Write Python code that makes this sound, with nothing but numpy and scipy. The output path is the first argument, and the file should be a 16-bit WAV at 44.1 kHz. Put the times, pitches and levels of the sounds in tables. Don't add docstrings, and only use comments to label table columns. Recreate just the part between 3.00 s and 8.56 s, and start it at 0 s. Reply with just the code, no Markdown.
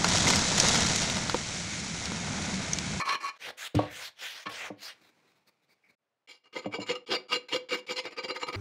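import sys
import numpy as np
from scipy import signal
from scipy.io import wavfile
from scipy.ndimage import uniform_filter1d

SR = 44100
rng = np.random.default_rng(int(sys.argv[2]) if len(sys.argv) > 2 else 0)


def transcribe(u):
    v = np.clip(np.atleast_2d(u).T, -1, 1)
    q = np.round(v * 32767).astype(np.int16)
    wavfile.write(sys.argv[1], SR, q)


N = 245195
TIME = np.arange(N) / SR


def gain_of(db):
    return 10 ** (np.asarray(db) / 20)


def unit_rms(x):
    return x / np.sqrt(np.mean(x ** 2) + 1e-30)


def colour(x, spectrum):
    hz = abs(np.fft.fftfreq(4096, 1 / SR))
    points_hz, db = np.transpose(spectrum)
    log_gain = np.log(gain_of(np.interp(np.log(hz + 1), np.log(points_hz + 1), db)))
    band = (hz > 1400) & (hz < 9000)
    log_gain -= np.log(np.sum(np.exp(2 * log_gain[band])) / len(hz)) / 2
    taps = np.fft.ifft(np.exp(np.conj(signal.hilbert(log_gain)))).real[:2048]
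    return signal.oaconvolve(x, taps)[:len(x)]


def ring(x, hz, width_hz):
    radius, angle = np.exp(-np.pi * width_hz / SR), 2 * np.pi * hz / SR
    near = signal.lfilter(*signal.iirpeak(hz, 1.5, fs=SR), x + 1e-15)
    feedback = [1, -2 * radius * np.cos(angle), radius ** 2]
    return signal.lfilter([2 * (1 - radius) * np.sin(angle)], feedback, near)


def wander(span_s):
    coarse = rng.standard_normal(N // 64 + 2)
    size = max(round(span_s * SR / 64), 1)
    smooth = uniform_filter1d(uniform_filter1d(coarse, size), size)
    return np.interp(np.arange(N) / 64, np.arange(len(coarse)), unit_rms(smooth))


def mottle(x, width_hz, span_s, depth_db=3):
    spectra = signal.stft(x, nperseg=512)[2]
    patches = rng.standard_normal(spectra.shape)
    for _ in range(2):
        patches = uniform_filter1d(patches, round(width_hz * 512 / SR), axis=0)
        patches = uniform_filter1d(patches, round(span_s * SR / 256), axis=1)
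    return signal.istft(spectra * gain_of(depth_db * unit_rms(patches)), nperseg=512)[1][:N]


def friction(slips_per_s, spread_db, flutter_db):
    slips = (rng.random(N) < slips_per_s / SR) * rng.standard_normal(N)
    size_db = spread_db * np.minimum(rng.exponential(1, N), 5)
    return unit_rms(slips * gain_of(size_db + flutter_db * wander(.004)))


def press(slips, gestures, treble_hz, dull_db=5.5):
    power = np.full((2, N), 1e-20)
    for start, end, db, swell_db, rise, fall, treble_db in gestures:
        span = slice(max(round((start - 4 * rise) * SR), 0), round((end + 4 * fall) * SR))
        t = TIME[span]
        away = np.maximum(start - t, 0) / rise + np.maximum(t - end, 0) / fall
        level_db = np.interp(t, [start, end + 1e-6], [db, db + swell_db]) - 6 * away ** 2
        power[:, span] += gain_of([level_db, level_db + treble_db - dull_db * away]) ** 2
    low = signal.lfilter(*signal.butter(1, treble_hz, fs=SR), slips)
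    return low * np.sqrt(power[0]) + (slips - low) * np.sqrt(power[1])


# f/Hz, density/dB
AIR_SPECTRUM = [(24, -50), (40, -22.5), (123, 2), (197, -2.5), (562, 5), (3300, -8), (15500, -27)]

def room_tone():
    return gain_of(-85.5) * unit_rms(colour(rng.standard_normal(N), AIR_SPECTRUM))


# f/Hz, t60/s
ROOM_DECAY = [(100, 0.41), (1000, 0.29), (4000, 0.22), (12000, 0.16)]

def reverb(x):
    echoes = np.zeros(SR // 2)
    slots = np.arange(200, len(echoes) - 20, 20)
    echoes[slots + rng.integers(0, 20, len(slots))] = rng.choice([-1., 1.], len(slots))
    hz, t, spectra = signal.stft(echoes, SR, nperseg=256)
    points_hz, points_t60 = np.transpose(ROOM_DECAY)
    t60 = np.interp(np.log(hz + 1), np.log(points_hz), points_t60)
    tail = signal.istft(spectra * gain_of(-60 * t / t60[:, None]), SR, nperseg=256)[1]
    return signal.oaconvolve(x, tail / np.linalg.norm(tail))[:N]


# f/Hz, density/dB
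CLOTH_SPECTRUM = [(35, -52), (60, -21.5), (159, -2.5), (187, -6.5), (403, -6), (1740, -12), (2360, -7),
                  (3120, -16.5), (3930, -13.5), (12000, -24), (15500, -19)]
# t/s, level/dB
RUSTLE_ENVELOPE = [(1.93, -69), (2.046, -71.5), (2.304, -72.5), (2.474, -80.5), (2.772, -80.5), (2.96, -78)]
# t/s, length/s, level/dB, upper whistle f/Hz, lower whistle gain/dB
GLOVE_SWISHES = [(2.019, 0.078, -75, 3850, 2), (2.277, 0.041, -84, 3900, 6),
                 (2.357, 0.024, -81.5, 3940, -9), (2.477, 0.015, -68.5, 4500, 4),
                 (2.63, 0.021, -84, 3830, 14), (2.699, 0.037, -75, 4640, 18.5),
                 (2.841, 0.033, -91.5, 4900, 41), (2.893, 0.017, -77, 4200, 27.5)]

def rag_rustle():
    slips = friction(slips_per_s=36000, spread_db=.2, flutter_db=1.5)
    level_db = np.interp(TIME, *np.transpose(RUSTLE_ENVELOPE), left=-200, right=-200)
    folds = signal.lfilter(*signal.butter(1, 5030, fs=SR), slips) * gain_of(level_db)
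    whistles = np.zeros(N)
    rise_s, fall_s, treble_db = .0073, .0059, 2
    for start, length, db, upper_hz, lower_db in GLOVE_SWISHES:
        puff = press(slips, [(start, start + length, db, 0, rise_s, fall_s, treble_db)], treble_hz=2630)
        folds += puff
        whistles += gain_of(13) * ring(puff, upper_hz, width_hz=480)
        whistles += gain_of(lower_db) * ring(puff, hz=2260, width_hz=180)
    return colour(folds, CLOTH_SPECTRUM) + whistles


# t/s, length/s, level/dB, swell/dB, rise/s, fall/s, treble/dB
WIPES_AND_RATTLE = [(0.447, 0.055, -44.5, -0.7, 0.049, 0.0097, 5),
                    (0.581, .093, -53, 6, 0.0077, 0.0077, 14), (.752, .134, -44.5, -2, 0.0056, .029, -32),
                    (0.917, 0.15, -51, 5.5, .018, 0.022, 9.5), (1.239, 0.19, -47, -12, 0.038, 0.015, 14),
                    (1.495, 0.18, -43, -1.5, 0.004, 0.016, 1.5),
                    (1.842, 0.043, -53, -2.4, 0.034, 0.035, 16.5)]
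# f/Hz, density/dB
WIPE_RATTLE_SPECTRUM = [(60, -18.5), (300, -19), (560, -4), (1000, -9), (2000, -1.5), (4200, -10),
                        (7000, -20.5), (10000, -28.5), (15500, -32.5)]
# f/Hz, width/Hz, gain/dB
CHANNEL_MODES = [(635, 30, -20), (1114, 20, 5), (1175, 40, -11), (1268, 28, -6), (1775, 26, -7),
                 (2265, 25, -11), (2420, 36, -10), (2730, 26, -18), (3010, 25, -20), (4080, 45, -21),
                 (4200, 35, -17), (5590, 80, -27)]

def wipes_and_rattle():
    gestures = [(start, start + length, *shape) for start, length, *shape in WIPES_AND_RATTLE]
    force = press(friction(slips_per_s=26000, spread_db=.8, flutter_db=1.2), gestures, treble_hz=5000)
    noise = mottle(colour(force, WIPE_RATTLE_SPECTRUM), width_hz=1000, span_s=.05)
    hum = sum(gain_of(db) * ring(force, hz, width) for hz, width, db in CHANNEL_MODES)
    return noise + gain_of(-9.5) * hum


# t/s, level/dB, contact/s
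BENCH_BLOWS = [(0.745, -15.5, 0.0021), (0.7506, -5, 0.0051), (0.765, -13, 0.0029), (0.7901, -11.5, .00059),
               (.834, -25, 0.0005), (1.462, -32.5, 0.0018), (1.7026, -27, 0.0012), (3.658, -20, 0.0013),
               (3.785, -24, .0014)]
# f/Hz, level/dB, t60/s
BENCH_MODES = [(107.4, -5, 0.18), (123.2, -4, 0.1), (198.2, -2.5, 0.12), (296, -3, 0.13), (525.5, 6, 0.026),
               (601, -3.5, 0.1), (723, 3, 0.034), (945, -7, 0.063), (1115, -5.5, 0.11)]

def bench_knocks():
    push, click = np.zeros((2, N + SR))
    click_db, click_growth, click_t60_s = -16.5, 2.32, .051
    snaps = rng.standard_normal((len(BENCH_BLOWS), 1500)) * gain_of(-60 * TIME[:1500] / click_t60_s)
    for (start, db, contact_s), snap in zip(BENCH_BLOWS, snaps):
        at = round(start * SR)
        pulse = np.hanning(round(contact_s * SR) + 2)
        rebound = signal.butter(2, .25 / contact_s, "high", fs=SR)
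        blow = signal.lfilter(*rebound, np.pad(pulse / pulse.sum(), (0, len(snap))))
        push[at:at + len(blow)] += gain_of(db) * blow
        click[at:at + len(snap)] += gain_of(click_growth * db + click_db) * snap
    t = TIME[:SR // 2]
    bench = sum((-1) ** k * gain_of(db - 60 * t / t60) * np.sin(2 * np.pi * hz * t)
                for k, (hz, db, t60) in enumerate(BENCH_MODES))
    thuds = .5 * signal.oaconvolve(push, bench)[:N]
    return thuds + signal.lfilter(*signal.butter(2, 5500, fs=SR), click[:N])


def contact_force(contacts, touch_db_per_s, touch_share, rise_share):
    touch_swell_db, touch_treble_db, touch_rise_s, lift_s = 2.5, 7, .003, .01
    gestures = []
    for start, length, db, swell_db, treble_db in contacts:
        bite = start + touch_share * length
        touch_db = db + touch_db_per_s * length
        gestures += [
            (start, bite, touch_db, touch_swell_db, touch_rise_s, lift_s, treble_db + touch_treble_db),
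            (bite, start + length, db, swell_db, rise_share * length, lift_s, treble_db)]
    return press(friction(slips_per_s=8000, spread_db=1.5, flutter_db=2), gestures, treble_hz=2900)


def cast_iron(force, rasp_spectrum, modes, ring_db, spot_db):
    body = sum(gain_of(db) * ring(force * gain_of(spot_db * wander(.035)), hz, width)
               for hz, width, db in modes)
    rasp = mottle(colour(force, rasp_spectrum), width_hz=500, span_s=.03)
    return rasp + gain_of(ring_db) * body


# t/s, length/s, level/dB, swell/dB, treble/dB
STROKES_AND_CLANK = [(-.03, 0.044, -35, -1, 0), (.052, 0.1, -38.5, 0, 2.5), (.205, 0.0878, -49.5, 2.5, 7),
                     (1.46, .016, -40, -9.5, -27.5)]
# f/Hz, density/dB
CHANNEL_SPECTRUM = [(40, -32), (400, -1), (900, -15.5), (2000, 2.5), (5000, -8), (9000, -23), (15500, -38)]

def strokes_and_clank():
    force = contact_force(STROKES_AND_CLANK, touch_db_per_s=-110, touch_share=.45, rise_share=.3)
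    return cast_iron(force, CHANNEL_SPECTRUM, CHANNEL_MODES, ring_db=33, spot_db=1.5)


# t/s, length/s, level/dB, swell/dB, treble/dB
PLATE_SCRAPES = [(3.205, 0.17, -69.5, -18.5, 17), (3.44, 0.032, -70, -4.5, 2),
                 (3.53, 0.066, -39.5, -9.5, -2.5), (3.618, 0.015, -67, -2, 4),
                 (3.645, 0.024, -46.5, -14, -28), (3.715, 0.048, -42, -5.5, -4),
                 (3.8, 0.03, -45, -1.5, 0.5), (3.865, 0.058, -36, -2, -1.5), (3.952, 0.0047, -58, 12, 2.5),
                 (4.063, 0.096, -34, -6, 2.5), (4.284, 0.076, -36, -5, 6.5), (4.485, 0.077, -39.5, -4, 7.5),
                 (4.688, 0.062, -38, -0.5, 5), (4.77, 0.023, -55.5, -1, 5), (4.866, 0.058, -43, 1.5, 5.5),
                 (4.962, 0.035, -45.5, -2, 11), (5.04, 0.031, -42, -1.5, -4.5),
                 (5.11, 0.028, -52.5, -10, -1), (5.168, 0.031, -39, -6, -7.5), (5.23, 0.019, -48.5, 7, -1),
                 (5.282, 0.026, -42.5, 5, -5), (5.345, 0.018, -51.5, 15, -1), (5.4, 0.03, -48.5, 8, 1),
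                 (5.468, 0.027, -42.5, -6, -3), (5.528, 0.027, -41, 1, -5.5)]
# f/Hz, density/dB
PLATE_SPECTRUM = [(40, -37), (110, -11.5), (350, 7), (850, 2), (2800, 2.5), (5300, -12), (8000, -33.5),
                  (11000, -42), (15500, -58.5)]
# f/Hz, width/Hz, gain/dB
PLATE_MODES = [(395, 50, -11), (505, 34, 6), (1000, 60, -9), (1262, 60, -3), (1560, 40, -12),
               (2110, 45, -7), (2285, 50, -2), (2815, 40, 0), (3200, 160, -11), (3650, 90, -13),
               (4085, 45, -6), (4210, 40, -9), (4715, 48, -3), (5050, 80, -13), (6470, 55, -19),
               (7080, 38, -10), (8650, 40, -29), (9760, 90, -28), (12500, 90, -38), (14000, 90, -35)]

def plate_scraping(heard_from_s=3.267):
    force = contact_force(PLATE_SCRAPES, touch_db_per_s=-300, touch_share=.6, rise_share=.18)
    return cast_iron(force, PLATE_SPECTRUM, PLATE_MODES, ring_db=22, spot_db=4) * (TIME > heard_from_s)


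def scene():
    direct = strokes_and_clank() + plate_scraping() + wipes_and_rattle() + rag_rustle() + bench_knocks()
    return (room_tone() + direct + gain_of(-14) * reverb(direct))[None]


# t/s, silence/s, fade-in/s
LEVEL_DIPS = [(0.38, 0.0032, 0.038), (2.953, 0.02, .05), (3.267, 0.0068, 0.0024), (4.056, 0.0043, 0.0096),
              (4.28, 0.00081, 0.02), (4.482, 0.00084, 0.0045), (4.685, 0.00079, 0.0047),
              (4.862, 0.00054, .005)]

def record(dry):
    bass_hz, top_hz, fade_out_s = 72, 15730, .0058
    fader = np.ones(N)
    for start, gap, fade_in in LEVEL_DIPS:
        fader *= np.interp(TIME, [start - fade_out_s, start, start + gap, start + gap + fade_in],
                           [1, 0, 0, 1])
    thin = signal.sosfilt(signal.butter(3, bass_hz, "high", fs=SR, output="sos"), dry)
    band_limit = signal.firwin(1023, top_hz, window=("kaiser", 9), fs=SR)
    return signal.oaconvolve(thin * fader, band_limit[None], "same")


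dry = scene()
out = record(dry)
transcribe(out)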